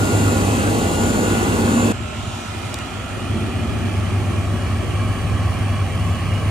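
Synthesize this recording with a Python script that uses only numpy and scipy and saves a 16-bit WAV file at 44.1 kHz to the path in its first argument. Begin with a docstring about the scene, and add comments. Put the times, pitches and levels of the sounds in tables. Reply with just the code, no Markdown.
"""Road grader spreading gravel

A six-cylinder diesel road grader works on an open site, some way off. It first pulls hard, with gears,
pump and turbocharger singing, then drops abruptly to a duller run. Two stones crack, and the exhaust
boom builds up again as the blade pushes into the heap. Shaped noise makes the boom, roar, clatter,
hiss and scraping; trembling sine waves make the whines; short fading sines make the cracks."""
import sys
import numpy as np
from scipy import signal
from scipy.fft import rfft, irfft
from scipy.io import wavfile
from scipy.ndimage import uniform_filter1d

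SR = 44100
rng = np.random.default_rng(int(sys.argv[2]) if len(sys.argv) > 2 else 0)


def master(y):
    """Save y as 16-bit WAV."""
    cut = np.clip(np.atleast_2d(y).T, -1, 1)
    pcm = np.round(cut * 32767)  # scale
    wavfile.write(sys.argv[1], SR, pcm.astype(np.int16))


N = 286650
TIME = np.arange(N) / SR

DROP_S = 1.922  # the hard pull ends here
BITE_S, BITE_RISE_S = 3.23, 0.27  # middle and length of the blade's bite into the heap

# exhaust boom around the firing rate: (frequency [Hz], relative level [dB per Hz])
BOOM_SPECTRUM = [(50, -40), (66, -9), (78, -3), (90, -0.5), (105, -1), (120, -4.5), (138, -11.5),
                 (175, -24)]
# the push: (time [s], share of the pushing state [0-1], colour shift by the moving ground echo [factor])
PUSH_STATE = [(2.4, 0, 0.85), (3.0, 0.4, 1.055), (3.6, 0.72, 1.06), (4.3, 0.77, 1.004), (5.2, 0.95, 1.015),
              (6.5, 1, 1.005)]
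# which ear leads in phase, in the hard pull and the eased run:
# (frequency [Hz], lead [-1 left to 1 right])
HARD_EAR_LEAD = [(90, .2), (300, .8), (700, .92), (1300, .77), (1700, .3), (2400, .45), (3500, -.5),
                 (5400, -.35), (6100, -.68), (7400, -.55), (8300, .2), (9500, .83), (12000, 0)]
EASED_EAR_LEAD = [(90, 0), (1100, 0), (1750, .7), (2300, .1), (3100, -.7), (3900, 0), (6500, -.2),
                  (7400, -.4), (8300, .2), (9500, .83), (12000, 0)]


def gain_of(db):
    """Turns decibels into an amplitude factor."""
    return 10 ** (np.asarray(db) / 20)


def curve(rows):
    """Joins the points of a time table by straight lines, one curve per column."""
    s, *columns = np.transpose(rows)
    return [np.interp(TIME, s, column) for column in columns]


def read(rows, hz):
    """Reads a spectrum table along log frequency; outside it the level falls 40 dB per octave."""
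    f, *columns = np.transpose(rows)
    db, *others = [np.interp(np.log(hz + 1), np.log(f), column) for column in columns]
    octaves_outside = np.abs(np.log2((hz + 1) / np.clip(hz + 1, f[0], f[-1])))
    return [db - 40 * octaves_outside] + others


def swell(middle, length):
    """A smooth hump from 0 to 1 and back."""
    return np.cos(np.pi * np.clip((TIME - middle) / length, -.5, .5)) ** 2


def rise(middle, length):
    """A straight ramp from 0 to 1."""
    return np.clip((TIME - middle) / length + .5, 0, 1)


def sway(crest, period):
    """A slow regular swing between -1 and 1."""
    return np.cos(2 * np.pi * (TIME - crest) / period)


def wander(hz):
    """Smooth random drift of rms 1, with little movement faster than hz."""
    f = np.fft.rfftfreq(N, 1 / SR)
    x = irfft(rfft(rng.standard_normal(N)) * np.exp(-(f / hz) ** 2), N)
    return x / x.std()


def steadied(x, seconds):
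    """Evens out a stereo sound: divides it by the running rms of its left-right mean."""
    window = signal.windows.hann(int(seconds * SR) + 3)
    power = signal.fftconvolve(x.mean(0) ** 2, window, "same")
    power = power / signal.fftconvolve(np.ones(N), window, "same")
    return x / np.sqrt(np.abs(power) + 1e-20)


def panned(x, balance_db):
    """Places a sound between left and right; a positive balance makes the left louder."""
    return np.array([x * gain_of(balance_db / 2), x / gain_of(balance_db / 2)])


def noise(rows, likeness=.9, patchy_db=0., shift=None, lead=None, size=2048):
    """Stereo noise of a given spectrum, built from random short-time spectra with drifting patches.

    shift moves the spectrum up or down in time; lead turns the phase between the ears."""
    hop = size // 4
    frames, hz = N // hop + 2, np.fft.rfftfreq(size, 1 / SR)
    slide = np.ones(1) if shift is None else shift[np.minimum(np.arange(frames) * hop, N - 1)]
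    db, *stereo = read(rows, hz / slide[:, None])
    same, balance_db = stereo or (likeness, 0)
    same = np.clip(same, -1, 1)
    ahead = 0 if lead is None else np.interp(hz, *np.transpose(lead))

    a, b, c, d, patches = rng.standard_normal((5, frames, len(hz)))
    patches = uniform_filter1d(patches, size=7, axis=0)  # smooth in time
    patches = uniform_filter1d(patches, size=12, axis=1)  # smooth in frequency
    level_db = db + patchy_db * patches / patches.std()

    # the right ear shares part of the left; the rest is turned in phase or independent
    left = a + 1j * b
    unlike = 1j * ahead * left + np.sqrt(1 - ahead ** 2) * (c + 1j * d)
    right = same * left + np.sqrt(1 - same ** 2) * unlike
    tilt = gain_of(balance_db)
    z = np.array([left * tilt, right]) / np.sqrt(1 + tilt ** 2) * gain_of(level_db)
    x = signal.istft(z.swapaxes(1, 2), nperseg=size, noverlap=size - hop)[1][:, :N]
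    return x / x.mean(0).std()


def firing_throb(firings, depth, scatter):
    """Loudness that throbs with each firing; the strength varies at random between firings."""
    strength = 1 + scatter * rng.standard_normal(1000)
    return 1 + depth * strength[firings.astype(int)] * (1 - np.cos(2 * np.pi * firings))


def hum(firings, orders, flutter):
    """Clean shaft tones, each fluttering a little on its way through the air."""
    tones = 0
    for multiple, db in orders:
        phase = 2 * np.pi * (multiple * firings + rng.random())
        steady = (1 + flutter * wander(4.6)) * np.sin(phase)
        tones = tones + gain_of(db) * (steady + flutter * wander(7.0) * np.cos(phase))
    return tones


def whistle(hz, db, jitter, flutter_db):
    """A sine tone whose pitch and strength tremble; db is its rms level before the trembling."""
    phase = 2 * np.pi * np.cumsum(hz * (1 + jitter * wander(38.1))) / SR
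    return np.sqrt(2) * gain_of(db + flutter_db * wander(28)) * np.sin(phase)


def resonate(x, hz, width):
    """Shifts the curve hz down to zero, smooths twice, and shifts back: a steep moving resonance."""
    turn = np.exp(2j * np.pi * np.cumsum(hz) / SR)
    r = np.exp(-np.pi * width / SR)
    y = (turn * signal.lfilter([1], [1, -2 * r, r * r], x / turn)).real
    return y / y.std()


def rumble():
    """The machine's weight shakes the ground in slow surges: deep noise with a moving level."""
    # loudness: (time [s], level [dB])
    loudness = [(0, -36), (1.5, -31.5), (2.5, -45.5), (3.3, -40), (4.1, -43), (4.9, -32.5), (6.5, -37.5)]
    # colour: (frequency [Hz], relative level [dB per Hz])
    spectrum = [(25, -36), (35, -21), (45, -14), (54, -7), (63, -1.5), (76, -23)]
    x = noise(spectrum, likeness=0.75, size=8192)
    return gain_of(curve(loudness)[0]) * steadied(x, 0.27)


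def clatter_fill():
    """Soft mid-range noise fills the light clatter until the bite, with one short swell of treble."""
    # mid-range fill and treble swell: (frequency [Hz], relative level [dB per Hz])
    fill_spectrum = [(1450, -13), (1750, -2), (2080, -4), (2300, -10)]
    treble_spectrum = [(3000, -8), (3450, 2), (4000, -1), (5000, -11), (6000, -8), (6900, -2), (7800, -9),
                       (9000, -11)]
    fill = noise(fill_spectrum, likeness=.8, patchy_db=3.0)
    fill = gain_of(-47) * (1 - rise(BITE_S, BITE_RISE_S)) * fill
    treble = noise(treble_spectrum, likeness=.2, lead=EASED_EAR_LEAD)
    return fill + gain_of(-44.5) * swell(2.3, .7) * treble


def whines():
    """Thin, trembling tones of the machine and its blade surface from the clatter and sink back."""
    # (start [s], end [s], centre pitch [Hz], level before panning [dB])
    tones = [(2.0, 3.2, 610, -51), (2.0, 3.1, 975, -53), (2.0, 2.35, 1378, -51), (2.05, 2.4, 1075, -49),
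             (2.15, 2.48, 2822, -49.5), (2.3, 4.5, 2450, -49.5), (2.68, 3.12, 1398, -47.5),
             (2.0, 4.0, 1287, -52), (3.1, 5.7, 1882, -56), (3.25, 4.0, 2342, -52), (4.25, 6.6, 2322, -53),
             (4.1, 6.6, 1653, -59), (4.7, 6.6, 1556, -56), (4.2, 6.6, 3308, -59)]
    fade_s = 0.13
    out = 0
    for start, end, hz, db in tones:
        gate = rise(start, fade_s) * (1 - rise(end, fade_s))
        pitch = hz * (1 + .0015 * wander(4))
        out = out + gate * whistle(pitch, db, jitter=0.003, flutter_db=3)
    return panned(out, -8.5)


def drone():
    """The loaded frame drones a little above the exhaust boom as the blade fills."""
    # (frequency [Hz], relative level [dB per Hz])
    spectrum = [(118, -28), (143, 2), (170, 2), (200, -19)]
    x = steadied(noise(spectrum, likeness=1.0, size=8192), 0.36)
    return gain_of(-35) * rise(4.8, 1.1) * x


def stones():
    """Stones crack under the tyres: each sharp tick falls from treble to a short knock."""
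    # the cracks: (time [s], peak level before panning [dB], left-right balance [dB])
    cracks = [(2.7425, -12.6, 1.5), (2.7878, -21, 1.5)]
    # ringing; the lower modes start later:
    # (frequency [Hz], relative level [dB], time to fade by 60 dB [s], delay [s])
    modes = [(400, -8, .008, .0012), (900, -3.5, .007, .001), (1500, -4, .005, .001),
             (2400, -6, .004, .001), (3750, -1.5, .006, .0006), (5000, -2.5, .004, .0004),
             (5700, -2.5, .004, .0003), (7500, 1, .003, .0001), (8300, 0, .003, 0), (9100, 0, .003, 0),
             (10100, -6, .003, 0), (13200, -9, .003, 0)]
    t = np.arange(SR // 50) / SR
    tick = 0
    for hz, db, t60, delay in modes:
        age = np.maximum(t - delay, 0)
        attack = 1 - np.exp(-age / .00025)
        ring = np.sin(2 * np.pi * (hz * age + rng.random()))
        tick = tick + attack * gain_of(db - 60 * age / t60) * ring
    tick = tick / np.abs(tick).max()

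    out = np.zeros((2, N))
    for s, db, balance_db in cracks:
        start = round(s * SR)
        out[:, start:start + len(t)] += panned(gain_of(db) * tick, balance_db)
    return out


def scraping():
    """How hard the gravel rubs the blade: lightly after the bite, in shoves once it is full."""
    # shoves of gravel against the full blade: (middle [s], length [s], rise [dB])
    shoves = [(5.03, .3, 10.5), (5.42, .3, 10), (5.77, .28, 11.5), (6.1, .2, 8.5), (6.48, .3, 9.5)]
    light_db, full_db = -50, -48.5
    full = rise(4.9, 0.18)
    shoves_db = sum(db * np.sqrt(swell(s, length)) for s, length, db in shoves)
    level_db = (1 - full) * light_db + full * full_db + shoves_db
    return np.clip((TIME - BITE_S) / 1.1, 0, 1) * gain_of(level_db)


def blade():
    """Scraping gravel keeps the blade's modes ringing, and its clearest note grows with each shove."""
    # ringing: (pitch before the colour shift [Hz], width [Hz], relative level [dB], left-right balance [dB])
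    modes = [(1082, 77, -0.5, -1), (2306, 43, -10, -4), (2890, 110, -11.5, -3), (3313, 45, -13.5, -6),
             (4070, 130, -26, 3), (4430, 62, -19, 8)]
    shift = curve(PUSH_STATE)[1] * (1 + 0.0084 * wander(5.1))
    ring = 0
    for hz, width, db, balance_db in modes:
        mode = resonate(rng.standard_normal(N), hz * shift, width)
        ring = ring + panned(gain_of(db) * mode, balance_db)
    # the note's level is relative to the scraping
    note = whistle(1155 * (1 + .003 * wander(5)), -4.5, jitter=.004, flutter_db=2)
    return scraping() * (ring + note)


def squeaks():
    """Now and then a thin tone glides in pitch, swelling and fading as it goes."""
    # faint gliding squeaks near 2.9 kHz:
    # (start [s], length [s], start pitch [Hz], end pitch [Hz], level at the middle before panning [dB])
    glides = [(2.73, .18, 2780, 2950, -47.5), (3.15, .16, 2790, 2950, -47), (3.51, .14, 2780, 3010, -44),
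              (4.5, .2, 2910, 2880, -48), (4.88, .15, 2720, 2980, -45), (5.94, .14, 2680, 3000, -44.5),
              (6.11, .16, 3020, 2700, -44.5), (6.285, .14, 2740, 3020, -42)]
    out = 0
    for s, length, start_hz, end_hz, db in glides:
        u = np.clip((TIME - s) / length, 0, 1)  # progress through the squeak
        pitch = start_hz + (end_hz - start_hz) * u
        squeak = whistle(pitch, db, jitter=.006, flutter_db=2.4)
        out = out + panned(squeak * np.sin(np.pi * u), -4)
    return out


def gears():
    """Tooth-mesh whines follow the drive train's speed and swell and fade."""
    # drive train speed: (time [s], factor on the whines)
    drive = [(0, .988), (.35, .992), (.6, 1.002), (1.0, 1.005), (1.35, 1.004), (1.55, 1.002), (1.75, 1.007),
             (1.92, 1.001)]
    # the main mesh, loudest at first: (time [s], level before panning [dB])
    mesh = [(0, -31.5), (.22, -40.5), (.35, -36), (.48, -50), (.8, -47), (1.04, -38), (1.17, -42),
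            (1.35, -35), (1.52, -47), (1.68, -40.5), (1.9, -52)]
    # whines: (pitch at drive factor 1 [Hz], left-right balance [dB], level before panning [dB],
    #          swing [dB], crest [s], period [s])
    gear_whines = [(803, -2, -39.5, 3.5, .8, 1.9), (2006, 0, -48.5, 2.5, .87, .6),
                   (3205, -3, -50.5, 1.5, .9, 1.8), (4302, -1, -52, 1.5, 1.2, 1.4)]
    ratio = curve(drive)[0] * (1 + 0.0005 * wander(3.13))
    main_mesh = whistle(1434 * ratio, curve(mesh)[0], jitter=0.0012, flutter_db=1.3)
    out = panned(main_mesh, -3)
    for hz, balance_db, db, swing_db, crest, period in gear_whines:
        level_db = db + swing_db * sway(crest, period)
        tone = whistle(hz * ratio, level_db, jitter=0.0018, flutter_db=2.0)
        out = out + panned(tone, balance_db)
    return out


def pump(firings):
    """The hydraulic pump growls at its piston rate; two harmonics throb once every two firings."""
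    # (time [s], piston strokes [per s], growl level [dB],
    #  lower and upper harmonic levels before throb and panning [dB])
    strokes = [(0, 230.4, -37, -53, -49), (.22, 231.5, -33, -50, -40.5), (.4, 232.0, -35, -43.5, -47),
               (.54, 234.3, -35, -39.5, -44), (.76, 234.0, -28, -45, -42.5), (1.0, 235.7, -30, -55, -39.5),
               (1.14, 235.3, -32, -52, -54), (1.25, 234.6, -29, -46, -41.5), (1.36, 234.0, -32, -40, -44),
               (1.45, 233.5, -33, -50, -42), (1.56, 233.2, -31, -45.5, -42), (1.66, 234.0, -30, -43.5, -52),
               (1.76, 236.0, -24, -41, -38.5), (1.92, 235.1, -24.5, -38, -43.5)]
    rate, growl_db, lower_db, upper_db = curve(strokes)
    growl = whistle(rate, growl_db, jitter=0.012, flutter_db=1.5)
    throb = 1 + 0.45 * np.cos(np.pi * firings)
    tones = whistle(11 * rate, lower_db, jitter=0.0011, flutter_db=1.5)
    tones = tones + whistle(12 * rate, upper_db, jitter=0.0011, flutter_db=1.5)
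    return growl + panned(throb * tones, -1.5)


def turbo(hz, db):
    """The compressor's wavering whistle, scattered differently towards each side."""
    hz = hz * (1 + 0.00157 * wander(6.25))
    direct = panned(whistle(hz, db - 1.0, jitter=0.00136, flutter_db=1.0), 9.1)
    scattered = [whistle(hz, db - 6.0, jitter=0.00299, flutter_db=3.5) for side in "LR"]
    return direct + np.array(scattered)


def loaded_turbo():
    """The turbocharger whistle sags in pitch under the load and surges in loudness."""
    # (time [s], pitch [Hz])
    pitch = [(0, 7228), (.28, 7218), (.65, 7180), (1.0, 7162), (1.3, 7125), (1.6, 7162), (1.92, 7150)]
    # (middle [s], length [s], rise [dB])
    surges = [(.27, 0.85, 8), (1.107, 1, 9), (1.792, 0.41, 8.5)]
    level_db = -44 + sum(db * swell(s, length) for s, length, db in surges)
    return turbo(curve(pitch)[0], level_db)


def eased_boom(firings, bite, surge_db):
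    """Turbulence and firing tones make a lumpy boom of changing level that sags now and then."""
    # boom level, lumpy at first, fuller after the bite: (time [s], level [dB])
    boom_levels = [(1.93, -25), (2.12, -33), (2.27, -25.5), (2.44, -37), (2.57, -28), (2.75, -33.5),
                   (3.2, -29), (3.32, -21), (3.48, -26.5), (3.66, -20.5), (6.5, -19.5)]
    # tones below, at and above the firing rate: (multiple of the firing rate, relative level [dB])
    orders = [(.802, -9.3), (1, -1.2), (1.5, -22), (1.731, -17), (2, -25), (2.333, -17), (3, -26),
              (4.16, -28), (6, -31), (6.167, -29), (9.83, -33)]
    # brief sags: (middle [s], length [s], change [dB])
    sags = [(3.9, .12, -6), (4.87, .24, -4), (5.18, .14, -7), (5.92, .14, -4), (6.19, .12, -7)]
    tones_db = (1 - bite) * 1 + bite * 5
    tones = gain_of(tones_db) * hum(firings, orders, flutter=0.16)
    throb = gain_of(-1.3) * noise(BOOM_SPECTRUM, likeness=0.85, size=8192) + tones
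    lumps_db = ((1 - bite) * 1.2 + bite * 0.8) * wander(14)
    sag_db = sum(db * swell(s, length) for s, length, db in sags)
    level_db = curve(boom_levels)[0] + surge_db + lumps_db + sag_db
    return gain_of(level_db) * steadied(throb, 0.5)


def eased_pipe(firings, bite, surge_db):
    """The pipe's throbbing noise roars up as the blade bites, then settles."""
    # (frequency [Hz], relative level [dB per Hz], left-right likeness [-1 to 1], left-right balance [dB])
    spectrum = [(107, -47, 0.65, 8), (141.5, -6.5, 0.24, 12), (208, -4, 0.75, -12.5),
                (229, -0.5, 0.97, 2.5), (319, -9.5, 0.59, -1.5), (371, -5.5, 0.64, -0.5),
                (411, -15.5, 0.88, 4), (476, -21.5, 0.18, 0), (620, -41, 0.42, -2)]
    light_db = -35
    bite_db = -27 - 2 * (TIME - BITE_S)  # settles by 2 dB per second
    pipe_db = (1 - bite) * light_db + bite * bite_db
    roar = noise(spectrum, size=4096) * firing_throb(firings, 0.22, 0.88)
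    return gain_of(pipe_db + surge_db) * steadied(roar, 0.54)


def eased_clatter(firings, drift):
    """Engine clatter crosses from light running to pushing, as the ground echo shifts its colour."""
    # running light and pushing: (frequency [Hz], relative level [dB per Hz],
    #                             left-right likeness [-1 to 1], left-right balance [dB])
    light_spectrum = [(380, -10, 0.21, -2), (512, -5.5, -0.078, 1), (715, 0.5, 0.61, 1),
                      (920, -5, 0.072, 1), (1190, -6.5, 0.24, -5), (1324, 0.5, 0.85, 3.5),
                      (1600, -7.5, -0.84, -7.5), (1870, -11, 0.26, -13), (2200, -9.5, 0.71, -1),
                      (2420, -8, 0.57, -6), (3020, -7.5, 0.78, -8.5), (3455, -8.5, -0.38, -10),
                      (4250, -74, 0.16, 7)]
    push_spectrum = [(350, -40, 0.94, -2), (421, -8, 0.75, 0), (520, -5, 0.8, 2), (644, -2.5, 0.91, -1.5),
                     (850, -5.5, 0.84, -0.5), (880, -15, 0.22, -1), (1110, -3, 0.96, -1.5),
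                     (1348, -8.5, 0.62, -3), (1340, -16.5, -0.26, 3), (1620, -9.5, 0.87, 1.5),
                     (2030, -12.5, 0.81, -4), (2320, -8.5, 0.77, -1), (2550, -12.5, 0.93, -9),
                     (3170, -11.5, -0.62, -4), (4000, -40, -0.84, 7)]
    push, shift = curve(PUSH_STATE)
    light, heavy = np.sqrt(np.clip([1 - push, push], 0, 1))
    level_db = (1 - push) * -35 + push * -32 + 0.21 * drift
    x = light * noise(light_spectrum, lead=EASED_EAR_LEAD, patchy_db=1.44)
    x = x + heavy * noise(push_spectrum, lead=EASED_EAR_LEAD, patchy_db=1.5, shift=shift)
    return gain_of(level_db) * steadied(x * firing_throb(firings, 0.032, 0.59), 0.14)


def eased_hiss(firings, drift):
    """Hiss of air and gravel crosses from light running to pushing, with one gentle gravel swell."""
    # running light and pushing: (frequency [Hz], relative level [dB per Hz],
    #                             left-right likeness [-1 to 1], left-right balance [dB])
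    light_spectrum = [(2900, -30, -0.12, 0), (3700, 0.0, -0.12, -7.0), (4600, -3.8, -0.27, -2.6),
                      (6000, -7.0, 0.46, 1.8), (7300, -2.3, -0.42, 4.5), (8000, -8.7, 0.43, 5.8),
                      (8600, -10.9, 0.93, -0.1), (9700, -8.6, -0.16, 0.1), (11200, -19, -0.5, -0.2),
                      (12800, -21, -0.06, 0.3), (14300, -21, 0.7, -0.1), (15500, -39.9, 0.85, 0.0)]
    push_spectrum = [(2900, -31, -0.28, 0), (3650, -0.8, -0.28, 3.7), (4200, 0.0, 0.78, 2.6),
                     (5200, -2.6, 0.03, 2.1), (6100, -3.3, 0.43, 4.8), (7000, -2.3, 0.08, -0.1),
                     (7650, -3.4, -0.42, 5.2), (8500, -4.2, 0.93, 1.7), (9700, -1.6, -0.12, -0.3),
                     (11200, -9.5, -0.7, 0.1), (12800, -12.9, -0.02, 0.1), (14300, -17.6, 0.93, -0.0),
                     (15500, -23.6, 0.8, -0.0)]
    push = curve(PUSH_STATE)[0]
    light, heavy = np.sqrt(np.clip([1 - push, push], 0, 1))
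    level_db = (1 - push) * -45.5 + push * -44.5 + 2.7 * swell(2.55, 1.0) + 0.2 * drift
    x = light * noise(light_spectrum, lead=EASED_EAR_LEAD, patchy_db=2.0)
    x = x + heavy * noise(push_spectrum, lead=EASED_EAR_LEAD, patchy_db=1.6)
    return gain_of(level_db) * steadied(x * firing_throb(firings, 0.057, 0.99), 0.18)


def eased_run(firings):
    """Light running turns into a steady push once the blade bites and loads the engine."""
    bite = rise(BITE_S, BITE_RISE_S)
    surge_db = 1.5 * swell(3.36, 0.14)  # the engine surges once as it takes the load
    drift = wander(4.0)  # the sound swims a little on the open air
    engine = eased_boom(firings, bite, surge_db) + eased_pipe(firings, bite, surge_db)
    engine = engine + eased_clatter(firings, drift) + eased_hiss(firings, drift)
    # a faint trace of the turbo whistle dies away by 35 dB per second
    trace = turbo(7500, -52 - 35 * np.maximum(TIME - DROP_S, 0))
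    return clatter_fill() + whines() + drone() + blade() + squeaks() + trace + engine


def hard_boom(firings):
    """Turbulent boom, a firing note and shaft tones: fullest near the start, then weaker."""
    # (time [s], turbulence level [dB], firing note level before panning [dB])
    boom_levels = [(0, -23, -25), (.15, -22.5, -22.5), (.35, -23.5, -22.5), (.65, -24.5, -25.5),
                   (.9, -26, -35), (1.03, -26, -24), (1.17, -26.5, -33), (1.4, -27, -29.5),
                   (1.6, -27, -24.5), (1.92, -27, -27.5)]
    # tones above the firing rate: (multiple of the firing rate, relative level [dB])
    orders = [(1.5, -15), (1.731, -13), (3.461, -11), (4, -14.5), (4.667, -17), (5.186, -14), (5.667, -22),
              (6, -21), (10, -25), (11, -23), (11.5, -26), (22, -32), (23.63, -33)]
    boom_db, note_db = curve(boom_levels)
    boom = gain_of(boom_db) * steadied(noise(BOOM_SPECTRUM, likeness=0.93, size=8192), 0.31)
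    note = np.sqrt(2) * gain_of(note_db) * np.sin(2 * np.pi * firings)
    tones = gain_of(-20) * hum(firings, orders, flutter=0.23) + note
    return boom + panned(tones, 1.0)


def hard_pipe(firings):
    """The pipe roars in swells as the engine labours: noise that throbs with the firings."""
    # swells: (time [s], level [dB])
    roar_levels = [(0, -22), (.3, -21.5), (.7, -21.5), (.9, -22), (1.08, -21.5), (1.25, -20), (1.5, -21.5),
                   (1.7, -18.5), (1.92, -20)]
    # (frequency [Hz], relative level [dB per Hz], left-right likeness [-1 to 1], left-right balance [dB])
    spectrum = [(105, -57, 0.77, 3), (140, -13, 0.51, 4), (188, -6, 0.5, 1.5), (220, 1.8, 1, 0),
                (280, -2, 0.69, -1.5), (354, -9, 0.73, -3), (477, -7, 0.77, 1.5), (650, -55, 0.52, 2)]
    x = noise(spectrum, lead=HARD_EAR_LEAD, patchy_db=1.5, size=4096)
    x = x * firing_throb(firings, 0.4, 0.45)
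    return gain_of(curve(roar_levels)[0]) * steadied(x, 0.092)


def hard_clatter(firings):
    """Engine clatter under load: mid-range noise that throbs slightly with the firings."""
    # (frequency [Hz], relative level [dB per Hz], left-right likeness [-1 to 1], left-right balance [dB])
    spectrum = [(380, -37, 0.43, -7), (492, -2, 0.084, -5), (712, 1.5, 0.055, -0.5), (795, -2, 0.5, -10),
                (870, -3.5, 0.25, 1.5), (1240, -4, -0.69, -5), (1400, -4, -0.56, -1.5),
                (1700, -8.5, -0.77, -1), (2260, -14, -0.14, 1), (2790, -9, -0.7, -0.5),
                (2880, -15.5, 0.26, -3), (3480, -15, 0.39, -5), (4400, -49, 0.52, -1)]
    x = noise(spectrum, lead=HARD_EAR_LEAD, patchy_db=1.5) * firing_throb(firings, .05, 0.67)
    return gain_of(-28.5) * steadied(x, 0.29)


def hard_hiss(firings):
    """Bright hiss of air and gravel: treble noise that weakens slowly."""
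    # (frequency [Hz], relative level [dB per Hz], left-right likeness [-1 to 1], left-right balance [dB])
    spectrum = [(2900, -31, 0.54, 0), (3700, -0.7, 0.54, -3.5), (4300, -1.6, 0.63, -1.2),
                (5400, -5.3, -0.06, 7.9), (6700, 0.0, 0.37, 5.9), (7600, -1.4, 0.37, 4.7),
                (8500, -2.7, 0.93, -0.8), (9700, -2.1, -0.04, 0.0), (11200, -7, -0.7, -0.0),
                (12800, -10.5, 0.01, 0.0), (14300, -11.5, 0.7, -0.1), (15500, -67.1, 0.39, 0.3)]
    x = noise(spectrum, lead=HARD_EAR_LEAD, patchy_db=0.5) * firing_throb(firings, 0.073, 0.97)
    return gain_of(-33.5 - 0.67 * TIME) * steadied(x, 0.38)  # falls 0.67 dB per second


def hard_pull(firings):
    """Full load: booming exhaust, roaring pipe, clatter and bright hiss, with singing machinery."""
    engine = hard_boom(firings) + hard_pipe(firings) + hard_clatter(firings) + hard_hiss(firings)
    return gears() + pump(firings) + loaded_turbo() + engine


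def scene():
    """One crankshaft paces the engine; the hard pull gives way within a few milliseconds."""
    # engine speed: (time [s], firings before a slight random drift [per s])
    engine_speed = [(0, 100.5), (.6, 101.0), (1.9, 101.1), (2.1, 99.5), (4, 99.1), (6.5, 99.1)]
    speed = curve(engine_speed)[0] * (1 + 0.00168 * wander(2.68))
    firings = np.cumsum(speed) / SR  # running count of firings
    eased = rise(DROP_S, 0.0044)
    grader = np.sqrt(1 - eased) * hard_pull(firings) + np.sqrt(eased) * eased_run(firings)
    return rumble() + stones() + grader


def record(dry):
    """A steep low-pass filter removes the treble above about 15.8 kHz."""
    low_pass = signal.firwin(511, 15800, window=("kaiser", 9), fs=SR)
    return signal.oaconvolve(dry, low_pass[None], "same")


dry = scene()
out = record(dry)
master(out)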